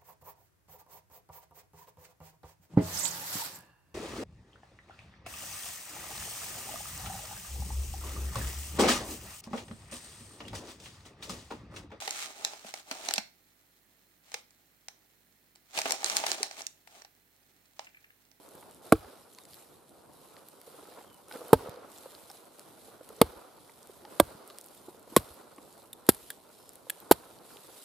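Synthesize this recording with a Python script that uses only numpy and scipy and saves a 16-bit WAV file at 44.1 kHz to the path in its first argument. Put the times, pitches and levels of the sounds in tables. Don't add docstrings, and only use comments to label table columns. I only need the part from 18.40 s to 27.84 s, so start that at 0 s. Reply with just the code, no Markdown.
import sys
import numpy as np
from scipy import signal
from scipy.fft import rfft, irfft, next_fast_len
from scipy.io import wavfile
from scipy.ndimage import uniform_filter1d, map_coordinates

SR = 44100
rng = np.random.default_rng(int(sys.argv[2]) if len(sys.argv) > 2 else 0)


def amplitude_ratio(level_db):
    exponent = np.asarray(level_db, float) / 20
    return 10 ** exponent


def waveform_to_disk(signal):
    frames = np.transpose(np.atleast_2d(signal))
    scaled = np.clip(frames, -1, 1) * 32767
    samples = np.round(scaled).astype(np.int16)
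    wavfile.write(sys.argv[1], SR, samples)


N = 416304
BURST = SR // 4

# (time [s], knock level [dB])
STRIKES = [
    (.5211, -2.7),
    (3.1295, 1.9),
    (4.8131, 1.2),
    (5.7978, -.6),
    (6.7636, -4.5),
    (7.6874, -3),
    (8.7108, 1.2),
]
PAN_DB = [-2.5, -3, -2.5, -3, -0.8, 0.5, -2]
# (frequency [Hz], level [dB])
BRIGHT = [(4500, -23.5), (6300, -15.5), (7400, -6.5), (9500, -2), (12000, 0), (14500, -7.5), (16500, -24),
          (18000, -80)]
# (frequency [Hz], level [dB])
DULL = [(700, -41), (1600, -3.5), (2600, -6.5), (4000, -1.5), (5150, -5), (5800, -11.5), (9000, -57.5)]
# (frequency [Hz], level [dB])
JACKET = [(60, -40), (150, -18), (300, -6), (500, -3.5), (900, -8), (1400, -10), (1800, -22), (3000, -28),
          (6000, -85.5)]


def unit(x):
    return x / np.sqrt(np.mean(x ** 2) + 1e-20)


def peaked(x):
    return x / np.abs(x).max()


def along(points, hz):
    f, v = np.transpose(points)
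    return np.interp(np.log(hz + 1), np.log(f + 1), v)


def filtered(x, response):
    n = x.shape[-1]
    m = next_fast_len(2 * n)
    return irfft(rfft(x, m) * response(np.fft.rfftfreq(m, 1 / SR)), m)[..., :n]


def coloured(spectrum, size):
    return unit(filtered(rng.standard_normal(size), lambda hz: amplitude_ratio(along(spectrum, hz))))


def dying(t, t60, rise):
    return (1 - np.exp(-t / rise)) * amplitude_ratio(-60 * t / t60)


def bump(t, at, wide):
    return np.exp(-.5 * ((t - at) / wide) ** 2)


def wobble(rate):
    return map_coordinates(rng.standard_normal(int(N * rate / SR) + 4), [np.arange(N) * rate / SR])


def add(out, s, x, pan_db=-2.0):
    part = out[:, round(s * SR):][:, :x.shape[-1]]
    part += (x * amplitude_ratio([[pan_db / 2], [-pan_db / 2]]))[:, :part.shape[1]]


def blows():
    # (crack [dB], crack t60 [s], 2-5 kHz share [dB], lingering crackle [dB], ground [dB])
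    breakage = [
        (-21, 0.029, 0, -36, -28),
        (-17.5, 0.038, -1.5, -48, -29),
        (-9.5, 0.0139, 0, -42, -31.5),
        (-16, 0.023, -5, -39, -31),
        (-15, 0.05, -4.5, -31, -33),
        (-8, 0.03, -8, -35.5, -41),
        (-18.5, 0.047, -2.5, -34, -44),
    ]
    # (edge bite re push [ratio], push lag [ms], tearing lag [ms])
    contact = [(.4, 0, .5), (.45, 0, 0), (.22, 0, .4), (.3, 0, .6), (.1, -.3, -.2), (.2, 0, 1.6),
               (.45, .3, -.5)]
    body_lag_ms = [0, 0, 0, 0, .8, 0, 0]
    # (frequency [Hz], width [Hz], level [dB])
    upright = [
        [(115.5, 71, -3), (229, 86, 2), (319, 34, 4), (447, 33.5, -0.5), (657, 82, -3), (800, 54, -9.5),
         (1137, 87, -0.5), (1390, 127, -2), (1600, 89, -10), (2450, 180, -7)],
        [(148.3, 94.6, -5.5), (176.6, 29, -55), (267, 23, -13), (456, 64, -1.5), (603, 34, -15.5),
         (703, 76, -16.5), (885, 73, -6), (1027, 100, -10), (1270, 93, -8), (1577, 52, -16)],
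    ]
    # (frequency [Hz], width [Hz], level [dB])
    turned = [
        [(183.5, 166, -2), (287, 150, -0.5), (350, 51, -7), (456, 55, 0.5), (658, 115, -6.5), (874, 67, -6.5),
         (1110, 157, -5.5), (1266, 120, -5), (1524, 96, -14.5), (2140, 81, -9)],
        [(127, 100, -12.5), (196, 66, -5), (323, 55, 1), (570, 73, 1.5), (717, 140, -3), (965, 77, -3),
         (1160, 113, -1), (1607, 78, -4.5), (2220, 190, -5.5)],
        [(125, 34, -6), (203, 63, 0), (330, 94, 2.5), (480, 108, 3), (690, 190, -9.5), (1082, 77, 2),
         (1500, 43, -8.5), (2010, 480, -8), (2640, 100, -20)],
    ]
    # (frequency [Hz], width [Hz], level [dB])
    opened = [
        [(105.1, 42, -12), (217.5, 102, -3), (358, 126, -0.5), (480, 157, -5.5), (692, 111, -15.5),
         (806, 45, -16), (950, 125, -13.5), (1310, 77, -10.5), (1613, 79, -13), (2064, 74, -14)],
        [(102, 50, -19), (169, 40, -12), (340, 155, -1), (555, 190, -3), (668, 120, -1.5), (853, 110, 1.8),
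         (973, 110, 0.5), (1260, 62, -9.5), (1504, 75, -9.5), (1840, 44, -13)],
    ]
    out = np.zeros((2, N))
    for strike, broken, touch, lag_ms, pan_db, modes in zip(
            STRIKES, breakage, contact, body_lag_ms, PAN_DB, upright + turned + opened):
        s, db = strike
        crack_db, crack_t60, dull_db, linger_db, ground_db = broken
        bite, push_ms, tear_ms = touch
        hit = wood_knock(modes, db, bite, push_ms, lag_ms)
        hit = hit + tearing(crack_db, crack_t60, dull_db, linger_db, tear_ms)
        add(out, s, hit + amplitude_ratio(-32.0) * echo(hit.mean(axis=0)), pan_db)
        add(out, s, ground_thump(ground_db), pan_db=1.0)
    return out


def wood_knock(modes, db, bite, push_ms, lag_ms):
    t = np.arange(BURST) / SR
    lean_db = rng.normal(0, .95, len(modes)) * [[1], [-1]]

    def wood(f):
        total = 0
        for k, (hz, width_hz, mode_db) in enumerate(modes):
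            gain = (-1) ** k * amplitude_ratio(mode_db + lean_db[:, k, None])
            resonance = 1j * f * width_hz / (hz * hz - f * f + 1j * f * width_hz)
            lag = np.exp(-2j * np.pi * f * lag_ms / 1000 * (hz < 800))
            total = total + gain * resonance * lag
        return total

    edge = bite * bump(t, .0005, .00015) / .15
    push = bump(t, .0013 + push_ms / 1000, .00012) / .12
    ring = filtered(edge - push, wood)
    return ring * amplitude_ratio(db) / np.abs(ring.mean(axis=0)).max()


def tearing(crack_db, crack_t60, dull_db, linger_db, tear_ms):
    t = np.arange(BURST) / SR
    spurts = amplitude_ratio(4 * unit(uniform_filter1d(rng.standard_normal(BURST), size=40)))
    u = np.maximum(t - .0008 - tear_ms / 1000, 0)
    tear = spurts * (dying(u, crack_t60, 0.00079) + amplitude_ratio(-19.5) * dying(u, 0.047, 0.0019))
    linger = amplitude_ratio(linger_db) * spurts * dying(u, .4, .01)
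    fibres = snap(BURST, dull_db) * tear + snap(BURST, dull_db) * linger
    return filtered(fibres, lambda hz: hz < 15300) * amplitude_ratio(crack_db - 5)


def ground_thump(ground_db):
    # (frequency [Hz], level [dB])
    soil = [(20, -28), (50, -2.5), (95, -0.5), (150, -8.5), (300, -37)]
    t = np.arange(BURST) / SR
    heave = bump(t, .028, .006) * np.sin(2 * np.pi * 72 * (t - .028))
    rebound = bump(t, .08, .006) * np.sin(2 * np.pi * 46 * (t - .08))
    rumble = coloured(soil, BURST) * dying(np.maximum(t - .03, 0), 0.27, .008)
    return (heave + 0.092 * rebound + 0.12 * rumble) * amplitude_ratio(ground_db + 1.5)


def echo(x):
    # (frequency [Hz], t60 [s])
    woodland = [(60, 0.25), (300, 0.1), (1000, 0.23), (4000, 0.25), (12000, 0.073), (16000, .02)]
    hz, t, z = signal.stft(rng.standard_normal((2, BURST)), SR, nperseg=256)
    decay = amplitude_ratio(-60 * t / along(woodland, hz)[:, None])
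    tail = signal.istft(z * decay, SR, nperseg=256)[1]
    tail /= np.linalg.norm(tail[0])
    return signal.fftconvolve(np.pad(x, (60, 0))[None], tail, axes=1)[:, :BURST]


def snap(size, dull_db):
    def one():
        return coloured(BRIGHT, size) + amplitude_ratio(dull_db) * coloured(DULL, size)
    return one() + .28 * one() * [[1], [-1]]


def cracks():
    crack_s = [.5236, .5246, 3.1305, 3.1311, 3.1321, 3.1335, 3.1348, 4.8145, 4.8151, 4.8157, 4.8176, 5.7994,
               5.7999, 5.8006, 5.8025, 6.7641, 6.7646, 6.7667, 6.7686, 7.6903, 7.6908, 7.6923, 7.6927,
               7.6931, 7.6941, 8.7118, 8.7126, 8.7135, 8.7148, 8.7183, 8.7208, 8.724]
    crack_db = [-11.5, -13, -15, -15.5, -9, -13.5, -16.5, -15.5, -11, -7.5, -18.5, -5.5, -15, -6, -11.5,
                -8.5, -4.5, -8.5, -15, -5.5, -5, -6.5, -10, -6.5, -20, -10, -11, -5, -9, -4.5, -6, -14.5]
    top_db = [-7, 2.5, 3, -1, -2, 3, 1.5]
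    # (frequency [Hz], width [Hz], level [dB])
    wall_modes = [
        [(2340, 160, 5), (3800, 230, -3.5)],
        [(2540, 690, -3), (3810, 190, -3)],
        [(3500, 700, -0.5), (4700, 1000, 0)],
        [(3530, 230, -0.5), (5250, 520, -11)],
        [(3620, 570, 1.5), (5210, 390, -9)],
        [(3550, 230, -3.5), (5400, 490, 3)],
        [(3300, 530, -4.5), (4300, 600, 4)],
    ]
    wall_db = [-6, -8.5, -5, -7, -4.5, -12.5, -7]
    out, t = np.zeros((2, N)), np.arange(SR // 50) / SR
    for s, db in zip(crack_s, crack_db):
        blow = np.argmin([abs(s - at) for at, _ in STRIKES])
        bright = [(f, g + top_db[blow] * (f > 11000)) for f, g in BRIGHT]
        click = breaking(len(t), bright, dull_db=-20.5, spike_db=7, lag_s=.0002, t60=0.0046)
        wall = 0
        for hz, width_hz, g in wall_modes[blow]:
            wall = wall + amplitude_ratio(g) * np.sin(2 * np.pi * hz * t) * np.exp(-np.pi * max(width_hz, 300) * t)
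        add(out, s, amplitude_ratio(db) * (click + amplitude_ratio(wall_db[blow]) * peaked(wall)), PAN_DB[blow])
    return out


def breaking(size, bright, dull_db, spike_db, lag_s, t60):
    n = np.arange(size)
    fray = rng.standard_normal((2, size)) * dying(np.maximum(n / SR - lag_s, 0), t60, 0.00015)
    one, other = fray + amplitude_ratio(spike_db) * (n == round(lag_s * SR)) * [[1], [.8]]

    def colour(f):
        return unit(amplitude_ratio(along(bright, f))) + amplitude_ratio(dull_db) * unit(amplitude_ratio(along(DULL, f)))
    return peaked(filtered(one + .28 * other * [[1], [-1]], colour))


def splinters():
    # (time [s], peak [dB], sliver ring re peak [dB], sliver frequency [Hz], t60 [s])
    tears = [(3.9, -37, 0, 5400, 0.014), (7.5299, -27, -9.5, 3620, 0.021), (7.533, -29.5, -14, 3620, .012),
             (7.666, -31, -23, 2970, 0.0088), (7.747, -28, -26, 2970, 0.017),
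             (7.903, -18, -11.5, 3600, 0.0085), (7.903, -31.5, -1.5, 1660, 0.029),
             (7.9057, -28, -10, 1720, 0.015), (7.9062, -33, -8, 3300, .03),
             (8.498, -16.5, -1.5, 3370, 0.0053), (8.5, -29, -3, 2860, 0.008),
             (8.4987, -36.5, 7.5, 1690, 0.022), (8.5016, -13.5, -11, 6980, 0.0051),
             (8.718, -24, -5, 4020, 0.0072), (8.7218, -8.5, -34, 2560, 0.012)]
    out, t = np.zeros((2, N)), np.arange(BURST) / SR
    for s, db, ring_db, hz, t60 in tears:
        tear = snap(BURST, dull_db=-11) * (dying(t, 0.0039, 0.00073) + 0.18 * dying(t, 0.018, .0004))
        ring = amplitude_ratio(ring_db) * np.sin(2 * np.pi * hz * t) * dying(t, t60, 0.00056)
        thud = amplitude_ratio(-24.5) * coloured(JACKET, BURST) * dying(t, 0.014, 0.0013)
        tail = amplitude_ratio(-22) * echo(tear.mean(axis=0) + ring)
        add(out, s, amplitude_ratio(db - 0.5) * (tear + ring + thud + tail))
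    return out


def rocking():
    # (time [s], level [dB], frequency [Hz], t60 [s])
    rocks = [
        (0.65, -39, 69.4, .06),
        (3.289, -20, 124, 0.021),
        (4.965, -36, 58.6, 0.042),
        (5.949, -21.5, 150, 0.012),
        (6.905, -38, 72, 0.067),
        (7.82, -52.5, 59, .1),
    ]
    out, t = np.zeros((2, N)), np.arange(BURST) / SR
    for s, db, hz, t60 in rocks:
        add(out, s, amplitude_ratio(db) * np.sin(2 * np.pi * hz * t) * dying(t, t60, 0.0058))
    return out


def ticks():
    # (time [s], peak [dB], 1.5-4.5 kHz share [dB], centre [Hz])
    clear = [(0.1521, -37.5, -27, 11150), (0.3105, -38, -29, 8850), (0.9858, -33.5, -2.5, 7100),
             (1.036, -43, -19, 7500), (1.0523, -36.5, -8, 8300), (1.1334, -39, -2, 5500),
             (1.1425, -33, -8, 12600), (1.9664, -42, 15, 4060), (2.0858, -31.5, -14.5, 11900),
             (2.2147, -34.5, -9, 12000), (2.8835, -38.5, -35, 8570), (2.8953, -39, -26.5, 12300),
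             (2.9238, -35.5, -3, 4140), (3.0816, -33, -20, 11730), (3.2944, -31, -10.5, 11800),
             (3.517, -39, -19, 7830), (3.5838, -36, -28, 7770), (3.9, -39, -9, 5380),
             (3.914, -34, -14, 8600), (4.1942, -31, -14, 8500), (4.6897, -33.5, -11.5, 9800),
             (5.472, -36.5, -15, 9400), (5.6511, -42, -4, 3920), (6.0761, -33, -34, 11000),
             (6.1006, -37, -29, 4370), (6.1849, -26, -19.5, 9100), (6.2118, -31.5, -43, 9200),
             (6.2422, -36, -24, 9100), (8.2916, -32, -39, 8730), (8.3553, -32.5, -21.5, 10800),
             (8.6018, -34.5, -14, 13100)]
    out = np.zeros((2, N))
    for s, db, dull_db, hz in [*clear, *faint_ticks()]:
        bright = [(hz * 0.28, -25), (hz * 0.83, -5), (hz, 0), (hz * 1.17, -7), (hz * 3, -22), (40000, -60)]
        tick = breaking(SR // 40, bright, dull_db + 2, spike_db=12, lag_s=.0008, t60=.004)
        add(out, s, amplitude_ratio(db + 6) * tick)
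    return filtered(out, lambda hz: hz < 15600)


def faint_ticks():
    # (time [s], peak [dB], centre [Hz])
    weak = [(0.0887, -37, 8796), (0.1795, -48, 4230), (0.2094, -40.5, 10700), (0.3461, -38, 8700),
            (0.9343, -40, 9500), (0.9482, -39, 6150), (1.2264, -45.5, 9910), (1.4287, -55.5, 9400),
            (1.4935, -42, 8850), (1.734, -42.5, 9120), (2.4284, -47, 3310), (2.6998, -50, 3020),
            (2.7297, -43.5, 11800), (2.7437, -38, 10800), (3.0485, -43, 9630), (3.3603, -47.5, 4060),
            (3.5618, -45, 3110), (3.5764, -39, 7780), (3.7125, -46, 4570), (3.7494, -36.5, 4700),
            (3.9699, -41, 4570), (4.0542, -42.5, 8280), (4.7646, -37.5, 9040), (5.4291, -38, 7700),
            (5.5962, -55, 3900), (6.1074, -41.5, 4240), (6.1464, -45, 4390), (6.2504, -48, 8610),
            (6.2607, -33, 12270), (6.2714, -41, 9030), (6.2854, -40, 8800), (6.348, -37.5, 11200),
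            (6.3774, -43.5, 8700), (6.5949, -39.5, 11300), (6.6278, -42, 9410), (6.9411, -37.5, 12870),
            (7.1616, -40, 8120), (7.3262, -39, 8230), (7.3467, -51, 9060), (7.3784, -49, 9120),
            (7.4194, -48.5, 4500), (7.4724, -45, 9850), (7.9124, -39, 9560), (7.9174, -43.5, 8000),
            (7.9324, -54, 3320), (8.1878, -45, 5150), (8.3335, -37.5, 11730), (8.5574, -46.5, 9110),
            (8.9875, -43, 4460), (9.1701, -38, 3540)]
    s, db, hz = np.transpose(weak)
    dull_db = -36 + 6 * (rng.random(len(s)) - .5)
    return np.transpose([s, db - 1.5, dull_db, hz])


def knocks():
    # (time [s], peak [dB], frequency [Hz])
    taps = [(0.15, -47.5, 173), (0.226, -46, 950), (0.552, -42, 1290), (0.981, -49, 990),
            (1.969, -46.5, 550), (2.275, -43, 470), (2.343, -42, 495), (2.427, -41, 380),
            (2.452, -51, 1290), (2.484, -48, 400), (2.52, -45.5, 700), (2.574, -47, 570),
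            (2.609, -45.5, 800), (2.644, -47, 546), (2.587, -46, 950), (2.91, -43.5, 1470),
            (2.954, -33, 466), (3.014, -34, 476), (3.259, -36, 520), (3.284, -33.5, 530),
            (3.658, -36.5, 527), (3.901, -42.5, 800), (4.483, -42.5, 450), (4.608, -39.5, 510),
            (4.702, -39.5, 447), (4.782, -45, 454), (5.293, -48, 920), (5.495, -41, 389),
            (5.649, -39.5, 853), (6.101, -47, 1200), (6.103, -45, 400), (6.483, -34.5, 364),
            (6.545, -46.5, 480), (6.674, -45, 467), (6.722, -41.5, 330), (6.734, -40, 480),
            (7.181, -45.5, 1100), (7.183, -41, 305), (8.468, -45, 532), (9.103, -51, 1410),
            (9.16, -49, 475)]
    # (time [s], peak [dB], frequency [Hz])
    rattle = [(2.891, -49, 503), (2.911, -43, 860), (2.926, -53, 1500), (2.94, -47, 1510),
              (2.935, -45, 517), (2.958, -41, 1360), (2.965, -41, 503), (2.99, -45, 493), (3.004, -37, 480),
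              (3.04, -40, 423), (3.056, -39, 514), (3.072, -46, 599), (3.09, -46, 480), (3.104, -38, 400),
              (3.193, -37, 466), (3.207, -43, 513), (3.221, -44, 463), (3.232, -39, 418), (3.245, -39, 480),
              (3.272, -34.5, 450), (3.31, -46, 480), (3.324, -47, 450), (3.342, -42, 493), (3.37, -41, 480),
              (3.39, -44, 447), (3.421, -46, 480), (3.446, -47, 571)]
    # (time [s], peak [dB], frequency [Hz])
    chips = [(0.643, -34, 764), (0.681, -45, 670), (0.731, -51, 494), (4.901, -44, 517), (4.935, -38, 496),
             (5.094, -49, 501), (5.885, -53, 799), (5.918, -47, 363), (6.852, -53, 554), (8.799, -46, 775),
             (8.834, -37, 1010), (8.95, -52, 475), (8.975, -49, 334), (9.046, -46, 380)]
    out, t = np.zeros((2, N)), np.arange(SR // 10) / SR
    for s, db, hz in taps + rattle + [(s, db - 10.5, hz) for s, db, hz in chips]:
        mode = np.sin(2 * np.pi * hz * t) * dying(t, 0.033, 0.0028)
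        spectrum = [(hz * 0.15, -20), (hz, 0), (hz * 2.6, -8), (hz * 5, -35), (30000, -90)]
        puff = 0.56 * coloured(spectrum, len(t)) * dying(t, 0.025, 0.0023)
        add(out, s, amplitude_ratio(db + 6) * (mode + puff))
    return out


def rustle():
    # (frequency [Hz], level [dB])
    sleeve = [(3500, -50), (5500, -13.5), (6500, -7), (8500, -3), (11000, -1), (13500, -5), (15300, -14.5),
              (15600, -43), (18000, -70.5)]
    # (frequency [Hz], level [dB])
    litter = [(800, -42.5), (1800, -6), (2600, -5.5), (4000, -0.5), (5200, -4.5), (6200, -5), (8000, -28.5),
              (12000, -73)]
    # (frequency [Hz], level [dB])
    far = [(15, -20), (50, -4.5), (150, -1.5), (400, 0), (1000, -6), (1700, -28.5), (4000, -69)]
    crumple, move = crumpling(), movement()
    stir = amplitude_ratio(2 * -87.5) + amplitude_ratio(2 * -5) * move + amplitude_ratio(2 * -14) * crumple
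    lumps = amplitude_ratio(0.89 * wobble(17) + 2.4 * wobble(60) + 1.1 * wobble(140))
    jacket = np.sqrt(crumple) * unit(lumps * rush(JACKET, patchy_db=0.5))
    grain = amplitude_ratio(0.8 * wobble(25) + 1.8 * wobble(400))
    swish = np.sqrt(move) * grain * rush(sleeve, patchy_db=1.3)
    leaves = np.sqrt(stir) * grain * rush(litter, patchy_db=1.2)
    drone = amplitude_ratio(-61 + 1.1 * wobble(2.9)) * rush(far, patchy_db=2.1)
    return (jacket + swish + leaves + drone) * amplitude_ratio([[-.7], [.7]])


def crumpling():
    # (downswing [dB], recoil [dB])
    effort = [
        (-74, -52),
        (-53.5, -48),
        (-58.5, -52),
        (-55, -52.5),
        (-57.5, -57.5),
        (-62.5, -80.5),
        (-59.5, -56),
    ]
    # (time [s], half length [s], level [dB])
    bends = [
        (.1, 0.29, -59.5),
        (1.957, 0.088, -59),
        (2.5, 0.14, -54),
        (2.961, 0.053, -49),
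        (3.604, 0.29, -58.5),
        (4.35, 0.38, -60.5),
        (6.195, 1, -64),
        (7.202, 0.15, -63.5),
        (9.2, 0.25, -60.5),
    ]
    swells = list(bends)
    for (s, _), (down_db, recoil_db) in zip(STRIKES, effort):
        swells += [(s - 0.0018, 0.099, down_db), (s + 0.13, 0.14, recoil_db)]
    t = np.arange(0, N, 32) / SR
    s, wide_s, db = np.transpose(swells)[..., None]
    power = (amplitude_ratio(2 * db) * np.exp(-((t - s) / wide_s) ** 2)).sum(axis=0)
    return np.interp(np.arange(N) / SR, t, amplitude_ratio(2 * -62.5) + power)


def movement():
    # (start [s], length [s], level [dB])
    moves = [(-.1, 0.43, -64.5), (0.46, 0.075, -59), (.6, 0.29, -66.5), (.95, 0.14, -69),
             (1.126, 0.058, -58), (1.757, 0.68, -66), (2.28, 0.38, -63.5), (2.934, 0.042, -55.5),
             (3.04, .2, -59), (3.527, 0.42, -59), (4.15, 0.34, -62), (4.658, 0.34, -63.5),
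             (5.23, 0.37, -64), (5.716, 0.22, -60.5), (6.1, 0.39, -63), (6.71, 0.25, -59.5),
             (7.207, 0.21, -65), (7.707, 0.19, -59), (8.135, 0.21, -63.5), (8.494, 0.16, -61.5),
             (8.718, 0.19, -60.5), (9.07, 0.42, -58), (9.356, .2, -57.5)]
    rise_s, fall_s, still_db = 0.028, 0.045, -66.5
    t = np.arange(0, N, 32) / SR
    s, length, db = np.transpose(moves)[..., None]
    rise = (np.maximum(s - t, 0) / rise_s) ** 2
    fall = np.maximum(t - s - length, 0) / fall_s
    power = (amplitude_ratio(2 * db) * np.exp(-rise - fall)).sum(axis=0)
    return np.interp(np.arange(N) / SR, t, amplitude_ratio(2 * still_db) + power)


def rush(spectrum, patchy_db):
    # (frequency [Hz], left-right likeness [correlation])
    alike = [(60, 0.15), (240, 0.63), (950, 0.55), (3770, 0.5), (15000, 0.074)]
    z = signal.stft(rng.standard_normal((2, N)), nperseg=512)[2]
    field = uniform_filter1d(rng.standard_normal(z.shape[1:]), size=6, axis=0)
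    field = uniform_filter1d(field, size=8, axis=1)
    pair = signal.istft(z * amplitude_ratio(patchy_db * unit(field)), nperseg=512)[1][:, :N]

    def spread(hz):
        angle = np.arccos(np.clip(along(alike, hz), -1, 1)) / 2
        return amplitude_ratio(along(spectrum, hz)) * [np.cos(angle), np.sin(angle)]
    mid, side = filtered(pair, spread)
    return unit(np.array([mid + side, mid - side]))


def birds():
    # (start [s], length [s], first frequency [Hz], last frequency [Hz], level [dB])
    calls = [
        (1.005, .035, 3790, 3690, -67),
        (2.655, .145, 3350, 2960, -67.5),
        (3.06, .05, 3200, 3080, -66),
        (8.106, .24, 5330, 5170, -69),
        (9.105, .06, 5900, 4700, -64),
    ]
    out, t = np.zeros(N), np.arange(N) / SR
    for s, length, first_hz, last_hz, db in calls:
        u = np.clip((t - s) / length, 0, 1)
        hz = first_hz + (last_hz - first_hz) * (1 - (1 - u) ** 3)
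        phase = 2 * np.pi * np.cumsum(hz) / SR
        swell = np.sqrt(np.abs(np.sin(np.pi * u)))
        out += amplitude_ratio(db + 2.5 * wobble(70)) * swell * np.sin(phase + .8 * wobble(150))
    return out


def scene():
    return blows() + cracks() + splinters() + rocking() + ticks() + knocks() + rustle() + birds()


def band_limit(x):
    return signal.sosfilt(signal.butter(12, 16570, fs=SR, output="sos"), x)


def record(dry):
    thin = filtered(dry, lambda hz: (1j * hz / (45 + 1j * hz)) ** 2)
    thin = filtered(thin, lambda hz: 1 - 0.27 * np.exp(-((hz - 6150) / 700) ** 2))
    held = thin / (1 + np.abs(thin / 1.05) ** 4) ** (1 / 4)
    mix = filtered(held, lambda hz: np.clip((16800 - hz) / 1100, 0, 1) ** 2)
    return band_limit(mix)


dry = scene()
out = record(dry)
waveform_to_disk(out)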